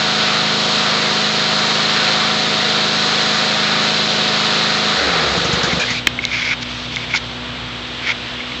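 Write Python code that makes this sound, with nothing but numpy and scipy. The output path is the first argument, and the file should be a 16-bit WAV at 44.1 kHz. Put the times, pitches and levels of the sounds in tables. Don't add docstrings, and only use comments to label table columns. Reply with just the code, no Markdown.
import sys
import numpy as np
from scipy import signal
from scipy.fft import rfft, irfft, next_fast_len
from scipy.io import wavfile

SR = 44100
rng = np.random.default_rng(int(sys.argv[2]) if len(sys.argv) > 2 else 0)


def inscribe(sig):
    pcm = np.round(np.clip(np.atleast_2d(sig).T, -1, 1) * 32767)
    wavfile.write(sys.argv[1], SR, pcm.astype(np.int16))


def attenuation_scalar(level_db):
    decades = np.asarray(level_db, float) / 20
    return 10 ** decades


N = 379260

CUT_S, STROKES_END_S, STANDSTILL_S = 4.96, 5.785, 5.99


def rms_one(x):
    return x / np.sqrt(np.mean(x ** 2) + 1e-20)


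def after(s):
    return np.maximum(np.arange(N) / SR - s, 0)


def drift(rate):
    r = np.exp(-80 * np.pi * rate / SR)
    slow = signal.lfilter([1], [1, -2 * r, r * r], rng.standard_normal(N // 40 + 2002))[2000:]
    return np.interp(np.arange(N) / 40, np.arange(len(slow)), rms_one(slow - slow.mean()))


def resonance(x, hz, width_hz):
    r = np.exp(-np.pi * width_hz / SR)
    top = np.array([1, 0, -1]) * (1 - r * r) / 2
    return signal.lfilter(top, [1, -2 * r * np.cos(2 * np.pi * hz / SR), r * r], x + 1e-18)


def ring(x, hz, t60):
    r, w = attenuation_scalar(-60 / (t60 * SR)), 2 * np.pi * hz / SR
    return signal.lfilter([0, np.sin(w)], [1, -2 * r * np.cos(w), r * r], x + 1e-18)


def above(x, hz):
    return signal.sosfilt(signal.butter(2, hz, "high", fs=SR, output="sos"), x)


def band(low_hz, high_hz):
    edges = signal.butter(2, [low_hz, high_hz], "band", fs=SR, output="sos")
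    return rms_one(signal.sosfilt(edges, rng.standard_normal(N)))


def coloured(spectrum, patchy_db):
    size = next_fast_len(N)
    log_hz = np.log(np.arange(1, size // 2 + 2) * SR / size)
    points = np.array(spectrum)
    place = np.log(points[:, 0])
    shaped = rfft(rng.standard_normal(size)) * attenuation_scalar(np.interp(log_hz, place, points[:, 1], -90, -90))
    centres = np.linspace(place[0], place[-1], num=4)
    total = np.zeros(N)
    for one in np.eye(4):
        region = irfft(shaped * np.interp(log_hz, centres, one), size)[:N]
        total += region * attenuation_scalar(patchy_db * drift(2.0))
    return rms_one(total)


def crank_speed():
    # (time [s], speed [cycles/s])
    governed = [(0, 26.32), (.5, 26.28), (.9, 26.3), (1.2, 26.42), (2, 26.35), (2.35, 26.49), (2.6, 26.45),
                (2.9, 26.33), (3.5, 26.36), (3.9, 26.3), (4.6, 26.34), (4.94, 26.42)]
    s, speed = np.transpose(governed)
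    braking_per_s2, creep = 27, 5
    return np.maximum(np.interp(np.arange(N) / SR, s, speed) - braking_per_s2 * after(CUT_S), creep)


def crank_angle():
    return 2 * np.pi * np.cumsum(crank_speed()) / SR


def coasting_db(run_db, step_db, sag_db, late_sag_db):
    return (run_db + step_db * np.minimum(after(CUT_S) / .03, 1) - sag_db * after(CUT_S)
            - late_sag_db * after(STROKES_END_S) - 609 * after(STANDSTILL_S))


def engine():
    # (multiple of the cycle rate, level [dB])
    harmonics = [(2, -25), (3, -25), (4, -14), (5, -12), (6, -4), (8, 0), (9, -15), (10, -10), (11, -12),
                 (12, -17), (14, -8), (15, -18), (16, -12), (17, -11), (18, -12), (19, -17), (20, -9),
                 (24, -5), (25, -18), (27, -18), (28, -4), (29, -14), (33, -16), (34, -18), (36, -9),
                 (37, -16), (40, -15), (42, -18), (44, -14), (52, -15)]
    # (frequency [Hz], level [dB per Hz])
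    rumble_spectrum = [(30, -49), (60, -37.5), (120, -33), (190, -10), (240, -9.5), (310, -13.5),
                       (400, -7.5), (470, -3), (600, -7), (770, -4.5), (820, -9.5), (1100, -22),
                       (1430, -37), (2400, -91.5)]
    rattle_spectrum = [(530, -27), (900, -4.5), (1100, -1.5), (1200, 2), (1235, 1.5), (1290, 1.5),
                       (1350, 2.5), (1390, 0), (1510, 3), (1545, -5), (1650, -0.5), (2100, -3),
                       (2600, -7.5), (4000, -56)]
    wind_spectrum = [(1060, -18.5), (1800, -13.5), (2570, -8), (4050, -1), (6030, -17), (7320, -17),
                     (7990, -4), (10400, -51.5), (17600, -120)]
    # (running [dB], step at the cut [dB], coasting sag [dB/s], sag after last stroke [dB/s])
    rumble_level = (-29.5, 5.5, 3.3, 57)
    rattle_level = (-22, 1.4, 7.5, 37)
    wind_level = (-17.5, -0.54, 5, 4.5)

    angle = crank_angle()
    wobbles = [drift(5.4) for _ in range(6)]
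    tones = np.zeros(N)
    for k, (multiple, db) in enumerate(harmonics):
        phase = rng.uniform(0, 2 * np.pi) + 0.082 * wobbles[(k + 3) % 6]
        tones += attenuation_scalar(db + 0.65 * wobbles[k % 6]) * np.sin(multiple * angle + phase)
    firing_db = -24.5 - 905 * after(CUT_S)

    rumble = attenuation_scalar(coasting_db(*rumble_level)) * coloured(rumble_spectrum, patchy_db=0.8)
    rattle_db = coasting_db(*rattle_level) + 1.0 * np.cos(4 * angle + .6)
    rattle = attenuation_scalar(rattle_db) * coloured(rattle_spectrum, patchy_db=-1.5)
    throb_db = 0.85 * np.cos(4 * angle) + 0.38 * np.cos(angle)
    wind = attenuation_scalar(coasting_db(*wind_level) + throb_db) * coloured(wind_spectrum, patchy_db=0.57)
    return attenuation_scalar(firing_db) * rms_one(tones) + rumble + rattle + wind


def background():
    # (frequency [Hz], level [dB])
    hum_lines = [(61.2, -1), (114.5, -5), (122.5, 0), (127.5, -12), (157, -7), (183.6, -9), (245, 2.5),
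                 (254.5, -27.5), (306, -9.5), (369.5, -12), (490, -6.5), (551, -13.5), (611, -20.5),
                 (673, -13.5)]
    # (frequency [Hz], level [dB per Hz])
    low_spectrum = [(18, -37), (30, -4.5), (123, -0.5), (194, -6.5), (248, -3.5), (405, -4), (485, -7.5),
                    (630, -3.5), (1500, -7), (1950, -41), (3300, -120)]
    hiss_spectrum = [(590, -37), (1000, -10), (1400, -8), (2370, -6), (2750, -4.5), (3350, -2),
                     (3800, -4.5), (4300, -9.5), (5450, -18.5), (7000, -26.5), (8000, -6), (8600, -24.5),
                     (12000, -90)]

    gain_db = -22.5 * np.exp(-after(CUT_S) / 0.15)
    turned = np.minimum(after(7.7) / .12, 1)

    t, hum = np.arange(N) / SR, np.zeros(N)
    for hz, db in hum_lines:
        line_db = db + 1.2 * drift(1.5) - 3 * turned * (hz < 300)
        hum += attenuation_scalar(line_db) * np.sin(2 * np.pi * (hz * t + rng.random()))
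    hum *= attenuation_scalar(-32 + gain_db) / np.std(hum[:SR])

    low = attenuation_scalar(-34.5 + 0.35 * gain_db) * coloured(low_spectrum, patchy_db=0.4)
    hiss = attenuation_scalar(-28.5 + gain_db + 1.1 * turned) * coloured(hiss_spectrum, patchy_db=.8)
    gathered = rms_one(resonance(rng.standard_normal(N), 3280, 330))
    gathered *= turned * attenuation_scalar(-32.5 - 40 * after(6.9))
    return gathered + hum + low + hiss


def glides():
    multiples = [3, 4, 8, 12, 20, 24, 30]
    # (frequency [Hz], width [Hz], level [dB])
    passages = [(72, 12, -32), (170, 24, -25.5), (232, 14, -26), (286, 20, -26), (362, 20, -29),
                (465, 40, -27)]

    speed, angle = crank_speed(), crank_angle()
    total = np.zeros(N)
    for multiple in multiples:
        tone = attenuation_scalar(1.7 * drift(24.0)) * np.sin(multiple * angle + rng.uniform(0, 2 * np.pi))
        total += tone * sum(attenuation_scalar(db) * np.exp(-((multiple * speed - hz) / width_hz) ** 2)
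                            for hz, width_hz, db in passages)
    fade_in, fade_out = after(CUT_S) / .02, 1 - after(5.36) / .05
    return total * np.clip(np.minimum(fade_in, fade_out), 0, 1)


def burst(s, rise_s, decay_s):
    t = after(s)
    return (1 - np.exp(-t / rise_s)) * np.exp(-t / decay_s)


def pipe(push, modes):
    fall = np.exp(-1 / (.004 * SR))
    gust = signal.lfilter([3 * (1 - fall)], [1, -fall], above(push, 90))
    gust = gust * (1 + .6 * band(150, 900))
    soft = signal.sosfilt(signal.butter(2, 700, fs=SR, output="sos"), gust + 1e-18)
    return sum(attenuation_scalar(db) * np.roll(ring(soft, hz, t60), 260 * k) for k, (hz, db, t60) in enumerate(modes))


def puffs():
    # (time [s], exhaust thump [dB], intake honk [dB], valve hiss [dB])
    strokes = [
        (5.308, -24, -14, -30),
        (5.367, -21, -13, -25),
        (5.443, -20, -7, -20),
        (5.525, -17.5, -10, -18),
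        (5.63, -24, -9, -16),
        (5.723, -16, -13, -28),
        (5.795, -35, -30, -19),
        (5.902, -27, -30, -21.5),
    ]
    # (frequency [Hz], level [dB], t60 [s])
    exhaust_modes = [(71.4, -4, 0.14), (179, 10, 0.074), (297, 3.5, 0.05), (740, -14, .03)]
    intake_modes = [(367, -2, 0.062), (476, -0.5, 0.21), (543, -5, .07)]

    s, thump_db, honk_db, hiss_db = np.transpose(strokes)
    lag_s = .041
    at, later = (s * SR).astype(int), ((s + lag_s) * SR).astype(int)
    exhaust, intake = np.zeros(N), np.zeros(N)
    exhaust[at], exhaust[later] = attenuation_scalar(thump_db), attenuation_scalar(thump_db - 7)
    intake[at], intake[later] = attenuation_scalar(honk_db - 5), attenuation_scalar(honk_db)
    leak = sum(attenuation_scalar(db) * burst(start, 0.0014, 0.021) for start, db in zip(s, hiss_db))
    return pipe(exhaust, exhaust_modes) + pipe(intake, intake_modes) + band(2900, 8800) * leak


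def brake():
    # (time [s], level [dB], pitch [Hz], length [s])
    squeals = [
        (5.616, -22, 1640, 0.054),
        (5.688, -23.5, 2160, 0.057),
        (5.791, -25, 1660, 0.06),
        (5.798, -21, 2380, 0.05),
        (5.876, -22, 2090, .07),
        (5.942, -24.5, 2360, 0.063),
    ]
    t, noise = np.arange(N) / SR, rng.standard_normal(N)
    out = np.zeros(N)
    for s, db, hz, length in squeals:
        bite = np.clip(np.minimum((t - s) / 0.0046, (s + length - t) / 0.015), 0, 1)
        out += attenuation_scalar(db) * rms_one(resonance(noise, hz, 130)) * bite
    return out


def strike(s):
    hit = np.zeros(N)
    hit[round(s * SR) + np.arange(5)] = .11, .22, .34, .22, .11
    return hit


def clicks():
    # (time [s], level [dB])
    knocks = [(6.0706, 3), (6.0722, -5), (6.1893, -7), (6.2402, -11), (6.2545, -17), (6.351, -10),
              (6.968, -11), (7.139, -5), (7.149, -9), (7.156, -16), (8.088, -14), (8.1, -14), (8.404, -18),
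              (8.52, -19)]
    # (time [s], level [dB], pitch [Hz], t60 [s])
    snaps = [
        (6.0706, 11, 3150, .011),
        (6.0716, 5, 2500, .012),
        (6.0724, 2, 1700, .01),
        (6.071, -4, 330, .014),
        (6.2518, 7.5, 3900, .0035),
        (6.9612, 0, 3400, .0035),
        (7.149, -9, 1450, .03),
        (7.145, -15, 900, .03),
        (8.088, -17, 3900, .008),
        (8.1, -19, 3600, .008),
    ]
    # (frequency [Hz], level [dB], t60 [s])
    lever_modes = [(2512, -2, .22), (3200, -3, .1), (3700, -4, .14), (4183, 0, .11), (4880, -3, .1),
                   (5400, -6, .12)]

    hits = sum(attenuation_scalar(db) * strike(s) for s, db in knocks)
    t60_s = .026
    out = ring(hits, 2180, t60_s) + .3 * ring(hits, 1700, t60_s * .4) + .45 * ring(hits, 2550, t60_s * .4)
    out = 1.15 * resonance(out, 2200, 1100)
    lever_hit = attenuation_scalar(-26) * strike(6.072)
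    out += sum(ring(attenuation_scalar(db) * lever_hit, hz, t60) for hz, db, t60 in lever_modes)
    for s, db, hz, t60 in snaps:
        hit = attenuation_scalar(db) * strike(s)
        overtones = .3 * ring(hit, 5400, t60 * .6) - .3 * ring(hit, 4300, t60 * .6)
        overtones -= .45 * ring(hit, 6800, t60 * .5)
        out += above(ring(hit, hz, t60) + overtones, .65 * hz)
    return out


def rubbing():
    # (start [s], length [s], swell [s], housing ring [dB], friction above the ring [dB])
    rubs = [(6.206, 0.035, .03, -26.5, -4.5), (6.256, .24, .08, -20, -7.5), (6.494, .041, 0.011, -17, -10),
            (6.609, .022, .02, -25, 1.5), (6.66, 0.2, .03, -41, 5), (6.9, 0.083, .03, -33.5, -0.5),
            (6.987, .06, .012, -28.5, -10.5), (7.079, 0.071, 0.021, -26.5, -8),
            (7.129, .05, .012, -23, -13), (7.151, 0.023, .008, -34, 13.5), (8.022, .098, 0.06, -16.5, -11),
            (8.393, 0.014, 0.016, -28, -16.5), (8.496, 0.034, 0.023, -36.5, -14)]
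    # (frequency [Hz], width [Hz], level [dB])
    housing = [(925, 97, -14.5), (1495, 280, -9.5), (2254, 240, 2), (3380, 400, -10.5)]

    size = attenuation_scalar(1.4 * np.minimum(rng.exponential(1, N), 3))
    slips = (rng.random(N) < 4000 / SR) * size * rng.choice([-1, 1], N)
    clumps = attenuation_scalar(1.7 * np.clip(drift(90.0), -1.5, 1.3))
    body = np.zeros(N)
    for k, (hz, width, db) in enumerate(housing):
        once = resonance(slips * clumps, hz, width * 1.9)
        body += attenuation_scalar(db) * resonance(once, hz, width * 1.9) * (-1) ** k
    body = rms_one(body)
    friction = band(2900, 5200) * np.sqrt(clumps) + attenuation_scalar(-16) * band(5300, 8200)

    out = np.zeros(N)
    for s, length, swell_s, ring_db, friction_db in rubs:
        shape_db = 15 * (np.minimum(after(s) / swell_s, 1) - 1) - 1804 * after(s + length)
        out += (after(s) > 0) * attenuation_scalar(ring_db + shape_db) * (body + attenuation_scalar(friction_db) * friction)
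    return out


def scene():
    return (engine() + background() + glides() + puffs() + brake() + clicks() + rubbing())[None]


def top_cut(x):
    return signal.sosfilt(signal.butter(12, 8140, fs=SR, output="sos"), x)


def record(dry):
    thin = above(dry, 52)
    narrow = signal.sosfilt(signal.cheby2(10, 60, 8750, fs=SR, output="sos"), thin)
    return top_cut(np.clip(narrow, -1, 1))


dry = scene()
out = record(dry)
inscribe(out)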